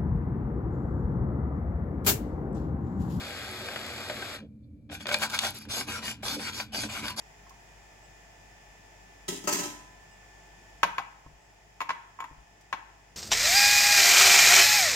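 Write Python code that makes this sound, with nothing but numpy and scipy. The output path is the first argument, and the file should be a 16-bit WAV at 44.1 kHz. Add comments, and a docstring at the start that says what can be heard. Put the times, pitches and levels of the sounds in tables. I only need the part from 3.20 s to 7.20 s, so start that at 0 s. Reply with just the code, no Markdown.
"""A desktop printer miked close up in a quiet room, with a low hum throughout. Its gear train feeds a sheet
amid knocks and tray booms, then runs down; a faint scuff follows in the pause. It restarts with a light
rattle, shoves hard against a jam with crunches and plastic snaps, then rasps to and fro in groups of three
strokes. Contacts are noise bursts and grains coloured by the plastic case, scrapes and hum are resonant
noise, and hum tones are sines. Two ports pick it up, the left one leading in phase in the middle band."""
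import sys
import numpy as np
from scipy import signal
from scipy.fft import rfft, irfft, next_fast_len
from scipy.io import wavfile
from scipy.ndimage import uniform_filter1d, map_coordinates

SR = 44100
rng = np.random.default_rng(int(sys.argv[2]) if len(sys.argv) > 2 else 0)


def generate_wav(signal):
    """Clip the signal to [-1, 1] and save it as 16-bit WAV at the path in sys.argv[1]."""
    frames = np.transpose(np.atleast_2d(signal))
    scaled = np.clip(frames, -1, 1) * 32767
    pcm = np.round(scaled).astype(np.int16)
    wavfile.write(sys.argv[1], SR, pcm)


N = 176400

# the drive loads the chassis and it thrums: (peak t/s, half width/s, level/dB)
THRUMS = [(1.235, 0.038, -47), (1.72, 0.02, -44.5), (2.0, 0.15, -54.5), (2.48, 0.019, -46.5),
          (2.69, 0.021, -43), (3.175, 0.039, -37.5), (3.585, 0.012, -41), (3.655, 0.025, -38.5),
          (3.84, 0.036, -43)]
# spectrum of creasing paper: (f/Hz, level/dB)
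PAPER_COLOUR = [(300, -17), (1500, -18), (4500, 4.5), (7000, -12.5), (11000, 14.5), (15000, -5.5)]
# spectrum of grinding gears and loose parts: (f/Hz, level/dB)
GEAR_COLOUR = [(120, 1), (420, -2), (650, -5.5), (1100, -3.5), (1450, -1), (2000, -3), (2400, 0),
               (3000, 0.5), (5000, -12), (9000, -15), (15000, -34)]
CATCH_RATE = 45  # mean catches of the gear teeth per s


def amp(db):
    """Decibels to gain."""
    return 10 ** (np.asarray(db) / 20)


def unit(x):
    """Scale to rms 1."""
    return x / np.sqrt(np.mean(x ** 2) + 1e-20)


def clock():
    """Time of each sample in seconds."""
    return np.arange(N) / SR


def grid():
    """Frequencies of the padded spectrum in Hz."""
    return np.fft.rfftfreq(2 * next_fast_len(N // 2 + SR // 4), 1 / SR)


def along(points):
    """(Hz, value) points read on a log frequency axis."""
    f, value = np.transpose(points)
    return np.interp(np.log(grid() + 1), np.log(f + 1), value)


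def filtered(x, response):
    """x times a frequency response."""
    spectrum = rfft(x, 2 * len(response) - 2)
    return irfft(spectrum * response)[..., :N]


def wobble(rate):
    """A smooth random curve, rate knots a second."""
    return map_coordinates(rng.standard_normal(4096), [clock() * rate], mode="wrap")


def swells(rows):
    """Rounded rises and falls (peak s, half width s, dB), added in power."""
    power = 0
    for peak, width, db in rows:
        distance = np.abs((clock() - peak) / width)
        power = power + amp(db) ** 2 * np.exp(-2 * distance ** 1.56)
    return np.sqrt(power)


def resonant_noise(modes):
    """Noise in steep, narrow resonances (Hz, width Hz, dB), rms 1."""
    f = grid()
    gain = sum(amp(db) / (1 + ((f - hz) / width) ** 2) ** 1.09 for hz, width, db in modes)
    return unit(filtered(rng.standard_normal(N), gain))


def grains(rate, spread_db):
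    """Tiny random contacts, rate per s, their sizes spread by spread_db, rms 1."""
    chance, size = rng.random(N), rng.exponential(size=N)
    push = rng.choice([-1, 1], N)
    return unit((chance < rate / SR) * push * amp(spread_db * np.minimum(size, 4)))


def catches(rate):
    """Brief bursts at uneven intervals and of uneven strength, rms 1."""
    t60 = .02  # s
    gap, size = rng.random((1024, 2)).T
    at = (np.cumsum(.2 + 1.6 * gap) * SR / rate).astype(int)
    inside = at < N
    hits = np.bincount(at[inside], (.5 + size)[inside], N)
    decay = signal.lfilter([1], [1, -amp(-60 / (t60 * SR))], hits)
    return unit(decay * rng.choice([-1, 1], N))


def shifting(x, depth_db):
    """The resonances shift as the parts move: slow random patches of gain, rms 1."""
    z = signal.stft(x, nperseg=512)[2]
    patches = uniform_filter1d(rng.standard_normal(z.shape), size=3, axis=0)  # over frequency
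    patches = uniform_filter1d(patches, size=12, axis=1)  # over time
    moved = signal.istft(z * amp(depth_db * unit(patches)), nperseg=512)[1]
    return unit(moved[:N])


def in_case(x, spectrum):
    """Causal colour of a source and the plastic case resonances, at unit power gain."""
    # resonances of the plastic case: (f/Hz, width/Hz, boost/dB)
    case_modes = [(530, 83, -1), (621, 230, 5.5), (782, 79, 7), (874, 57, 8), (993, 37, 8.5), (1096, 38, 2),
                  (1240, 95, 3), (1479, 61, 7.5), (1583, 120, 6), (1920, 32, -4.5), (2250, 92, 4.5),
                  (2438, 170, 10), (3450, 510, 5), (4550, 1120, 3), (4820, 110, -2)]
    db = along(spectrum)
    for hz, width, boost in case_modes:
        db = db + boost / (1 + (2 * (grid() - hz) / width) ** 2)
    # folding the cepstrum gives minimum phase, so nothing sounds ahead of its contact
    cepstrum = irfft(np.log(unit(amp(db))))
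    half = len(cepstrum) // 2
    fold = np.r_[1, np.full(half - 1, 2), np.zeros(half)]
    return filtered(x, np.exp(rfft(cepstrum * fold)))


def clicks(rows, t60, spectrum):
    """Short bursts of contact (s, dB) that die quickly in the plastic."""
    attack_s = .0005
    level = 0
    for start, db in rows:
        age = np.maximum(clock() - start, 0)
        fade = amp(db - 60 * np.minimum(age / t60, 2))
        level = level + fade * (1 - np.exp(-age / attack_s))
    return in_case(level * rng.choice([-1, 1], N), spectrum)


def hum():
    """The chassis drones throughout, more under load, with a faint whine and the air of the room."""
    # low resonances of the chassis: (f/Hz, width/Hz, hum level/dB, thrum level/dB)
    chassis_modes = [(61.6, 33, -6.5, -23), (85, 12.6, -0.5, -11), (119.6, 8.3, 0, -13),
                     (161.6, 4.8, -7, -6), (214, 21, -1, 2.5), (288, 14, -2, -7), (494, 120, -28.5, -7.5)]
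    # spectrum of the room air: (f/Hz, level/dB)
    air_colour = [(20, -12), (50, -14), (300, 1), (570, 5.5), (740, -18.5), (1400, -19.5), (4000, -19),
                  (6000, -25.5), (12000, -25), (15000, -44.5)]
    idle = amp(-49.5) * resonant_noise([(hz, width, db) for hz, width, db, _ in chassis_modes])
    rumble = resonant_noise([(hz, width, db) for hz, width, _, db in chassis_modes])
    thrum = amp(-3.5) * swells(THRUMS) * rumble
    whine = amp(-86) * resonant_noise([(2340, 75, 0)])
    air = amp(-73.5) * unit(filtered(rng.standard_normal(N), amp(along(air_colour))))
    return idle + thrum + whine + air


def drifting_sines(rows, drift, rate):
    """Sines (Hz, dB) whose phases wander by drift radians, rate knots a second."""
    return sum(amp(db) * np.sin(2 * np.pi * hz * clock() + drift * wobble(rate)) for hz, db in rows)


def tones():
    """Slightly drifting hum tones, and chassis modes that swell under load."""
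    # tones of the idling machine: (f/Hz, level/dB)
    idle_tones = [(118, -57), (158, -62), (217, -53.5)]
    # chassis modes that ring in a thrum: (f/Hz, level/dB)
    thrum_modes = [(213, -1.6), (288, 0.61)]
    idle = drifting_sines(idle_tones, .35, 5.02)
    ring = drifting_sines(thrum_modes, .86, 25)
    return idle + swells(THRUMS) * unit(ring)


def scuff():
    """One faint scuff in the pause: a swell of noise in two narrow bands."""
    # the scuff: (peak t/s, half width/s, level/dB)
    scuff_swells = [(1.445, .014, -77)]
    # its resonances: (f/Hz, width/Hz, level/dB)
    scuff_modes = [(3550, 150, 0), (4370, 210, -1)]
    return swells(scuff_swells) * resonant_noise(scuff_modes)


def rattle():
    """Loose parts tick on faintly from the restart: sparse grains in the case."""
    start_s, level_db = 1.7, -62
    return in_case(amp(level_db) * (clock() > start_s) * grains(650, -1), GEAR_COLOUR)


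def booms():
    """The paper tray booms: swells of noise in its low resonances."""
    # booms: (peak t/s, half width/s, level/dB)
    boom_swells = [(.1, 0.026, -45), (.47, 0.064, -46), (.57, 0.012, -43), (.92, 0.031, -43),
                   (1.925, 0.049, -39.5)]
    # resonances of the tray: (f/Hz, width/Hz, level/dB)
    tray_modes = [(481, 13, -15.5), (541.6, 15, -6.5), (599, 12, -4.5)]
    return swells(boom_swells) * resonant_noise(tray_modes)


def scrapes():
    """The load peaks and a scrape sings in the case: swells of resonant noise."""
    # scrapes: (peak t/s, half width/s, level/dB)
    scrape_swells = [(1.917, 0.032, -35), (2.035, 0.018, -34), (2.145, 0.014, -31), (2.25, 0.028, -37),
                     (2.755, 0.036, -41.5), (3.275, 0.015, -34.5), (3.77, 0.028, -39)]
    # resonances they excite: (f/Hz, width/Hz, level/dB)
    scrape_modes = [(1333, 39, -13), (1450, 90, 4.5), (2210, 81, -3.5), (2370, 160, -2.5)]
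    return swells(scrape_swells) * resonant_noise(scrape_modes)


def ticks():
    """Creasing paper ticks lightly: very short noise bursts."""
    # ticks: (t/s, level/dB)
    tick_rows = [(1.968, -45), (1.986, -31.5), (2.165, -34.5), (2.305, -27.5), (2.348, -34), (2.371, -43),
                 (2.386, -35), (2.4215, -43), (2.453, -51)]
    return clicks(tick_rows, .012, PAPER_COLOUR)


def knocks():
    """Rollers and gears knock dully: noise bursts with little treble."""
    # knocks: (t/s, level/dB)
    knock_rows = [(.485, -30), (.5602, -26), (.8978, -24.5), (1.022, -31), (1.692, -51), (1.698, -41),
                  (1.856, -29), (1.869, -29.5), (1.889, -23.5), (1.913, -22.5), (1.9425, -19), (2.02, -26),
                  (2.031, -23), (2.235, -24), (2.248, -24), (2.418, -45), (2.4515, -43), (2.609, -27),
                  (2.827, -34), (3.031, -32), (3.399, -25), (3.545, -29), (3.635, -28)]
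    # their spectrum: (f/Hz, level/dB)
    knock_colour = [(120, -1.5), (550, 7), (1000, 4.5), (1600, 9), (3500, 3.5), (6000, -8.5),
                    (15000, -53.5)]
    return clicks(knock_rows, .032, knock_colour)


def snaps():
    """Slipping plastic snaps sharply: bright noise bursts."""
    # snaps: (t/s, level/dB)
    snap_rows = [(1.868, -24.5), (1.9422, -11), (2.1775, -30), (2.1892, -11), (3.0818, -21), (3.882, -23.5)]
    # their spectrum: (f/Hz, level/dB)
    snap_colour = [(200, -67), (1000, 1), (2300, 6), (3800, 15.5), (6000, 6), (10000, 2), (15000, -19)]
    return clicks(snap_rows, .017, snap_colour)


def feed():
    """The gear train chatters and catches, the sheet crinkles, then all runs down."""
    # spectrum of the feeding gear train: (f/Hz, level/dB)
    feed_colour = [(40, -60), (100, -20), (350, 2.5), (530, 1), (980, -8.5), (1300, 3), (1480, -3),
                   (1750, 1), (2500, -2.5), (2850, -4), (3300, -2), (4800, -2.5), (6300, -11), (7600, -5),
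                   (9300, -15.5), (11800, -10), (15000, -31)]
    stop_s, level_db, rundown_db_per_s = 1.1615, -40.5, 613
    level = amp(level_db - rundown_db_per_s * np.maximum(clock() - stop_s, 0))
    gears = grains(5000, 2) + amp(-10) * catches(CATCH_RATE)
    crinkle = amp(-24) * catches(14)
    return in_case(level * gears, feed_colour) + in_case(level * crinkle, PAPER_COLOUR)


def jam():
    """The rollers shove against stuck paper, which crunches in dense grains."""
    # shoves: (peak t/s, half width/s, level/dB)
    shove_rows = [(1.893, 0.015, -36), (1.93, 0.014, -30), (1.965, 0.029, -40.5), (2.034, 0.027, -28.5),
                  (2.102, 0.0066, -35), (2.148, 0.028, -31.5), (2.205, 0.017, -43), (2.254, 0.039, -28.5)]
    # spectrum of the crunch: (f/Hz, level/dB)
    crunch_colour = [(150, -12.5), (420, -8.5), (540, -7), (950, -4.5), (1500, -1.5), (2000, -9.5),
                     (2900, -2), (4500, -0.5), (6300, -4), (9300, -6), (12000, -10), (15000, -20)]
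    crunch = shifting(grains(6000, 3), 2)
    return in_case(swells(shove_rows) * crunch, crunch_colour)


def stroke(start, end, attack_s):
    """Engage with a jolt, speed up, hold, coast down."""
    t = clock()
    jolt, release_db_per_s = 0.086, 475  # jolt: share of full speed at the start
    speed = np.clip(jolt + (t - start) / attack_s, 0, 1)
    coast = amp(-release_db_per_s * np.maximum(t - end, 0))
    return (t > start) * speed * coast


def strokes():
    """Each stroke rasps brightly over a coarser grind of gears that catch at random."""
    # strokes of the drive: (start t/s, end t/s, rasp of the sliding parts/dB, grind of the gears/dB)
    stroke_rows = [(1.178, 1.189, -75, -48.5), (1.706, 1.75, -43, -43), (1.796, 1.814, -44.5, -44.5),
                   (2.334, 2.369, -40.5, -49), (2.402, 2.411, -43, -51), (2.486, 2.611, -34, -39),
                   (2.666, 2.78, -39.5, -38), (2.818, 2.912, -38, -40.5), (3.024, 3.149, -34, -40),
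                   (3.181, 3.298, -40.5, -40), (3.32, 3.412, -38, -45.5), (3.521, 3.648, -36, -39.5),
                   (3.686, 3.803, -42, -40.5), (3.822, 3.908, -40.5, -40), (3.962, 4.053, -30.5, -45)]
    # spectrum of the rasp: (f/Hz, level/dB)
    rasp_colour = [(200, -8), (800, -10.5), (2000, -10.5), (3000, -7.5), (4700, 2.5), (6300, -2),
                   (9000, -5), (12000, -7), (15000, -25.5)]
    slide = sum(amp(db) * stroke(start, end, 0.039) for start, end, db, _ in stroke_rows)
    load = sum(amp(db) * stroke(start, end, 0.018) for start, end, _, db in stroke_rows)
    rasp = slide * shifting(grains(9000, 3), 4.5)
    gears = amp(1.2 * wobble(90)) * grains(1300, 0)
    grind = load * shifting(gears + amp(-4) * catches(CATCH_RATE), 4)
    return in_case(rasp, rasp_colour) + in_case(grind, GEAR_COLOUR)


def echo(x, t60):
    """x through a diffuse, decaying noise tail of unit energy."""
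    t = np.arange(SR // 2) / SR
    tail = rng.standard_normal(len(t)) * amp(-60 * t / t60)
    return signal.fftconvolve(x, tail / np.linalg.norm(tail))[:N]


def printer():
    """All moving parts with the room's answer, over the hum."""
    # colour of the room: (f/Hz, level/dB)
    room_colour = [(300, 6.5), (2500, 3), (6000, 0.5), (15000, -16)]
    room_t60_s, room_db = 0.16, -10
    works = scuff() + rattle() + booms() + scrapes()
    works = works + ticks() + knocks() + snaps()
    works = works + feed() + jam() + strokes()
    room = filtered(echo(works, room_t60_s), amp(room_db + along(room_colour)))
    return works + room + hum()


def ports(direct, scatter):
    """Two microphone ports share the direct sound and hear the scatter in opposite phase."""
    # likeness of the ports: (f/Hz, likeness/0-1)
    likeness = [(100, .96), (280, .9), (650, .94), (1400, .88), (2400, .7), (3600, .5), (5800, .4),
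                (7000, .85), (9200, .93), (14000, .9)]
    # left over right: (f/Hz, level/dB)
    balance = [(250, -1), (800, 0.5), (1200, 4.5), (2300, 2.5), (3500, 2), (6500, -0.5)]
    # phase lead of the left port: (f/Hz, lead/rad)
    left_lead = [(300, 0), (1000, .6), (2100, .5), (3100, 2.8), (4600, 5.6), (5400, 3.1), (6400, .3),
                 (7300, -.3), (9100, -3.1), (11300, -6.3), (13600, -9.4), (15500, -12.5)]
    turn = np.arccos(np.clip(along(likeness), 0, 1)) / 2
    shared = filtered(direct, np.cos(turn))
    apart = filtered(scatter, np.sin(turn))
    # each port takes half of the level and phase difference
    left = amp(along(balance) / 2) * np.exp(.5j * along(left_lead))
    return np.array([filtered(shared + apart, left), filtered(shared - apart, 1 / left)])


def scene():
    """The printer heard directly, and as unrelated scatter from its wide paper slot."""
    return ports(printer() + tones(), printer())


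def record(dry):
    """The recorder drops the deepest bass and keeps nothing above its band limit."""
    low_cut_hz, top_hz = 53, 15800
    f = grid()
    return filtered(dry, (f < top_hz) / np.sqrt(1 + (low_cut_hz / (f + 1)) ** 8))


dry = scene()
out = record(dry)
generate_wav(out)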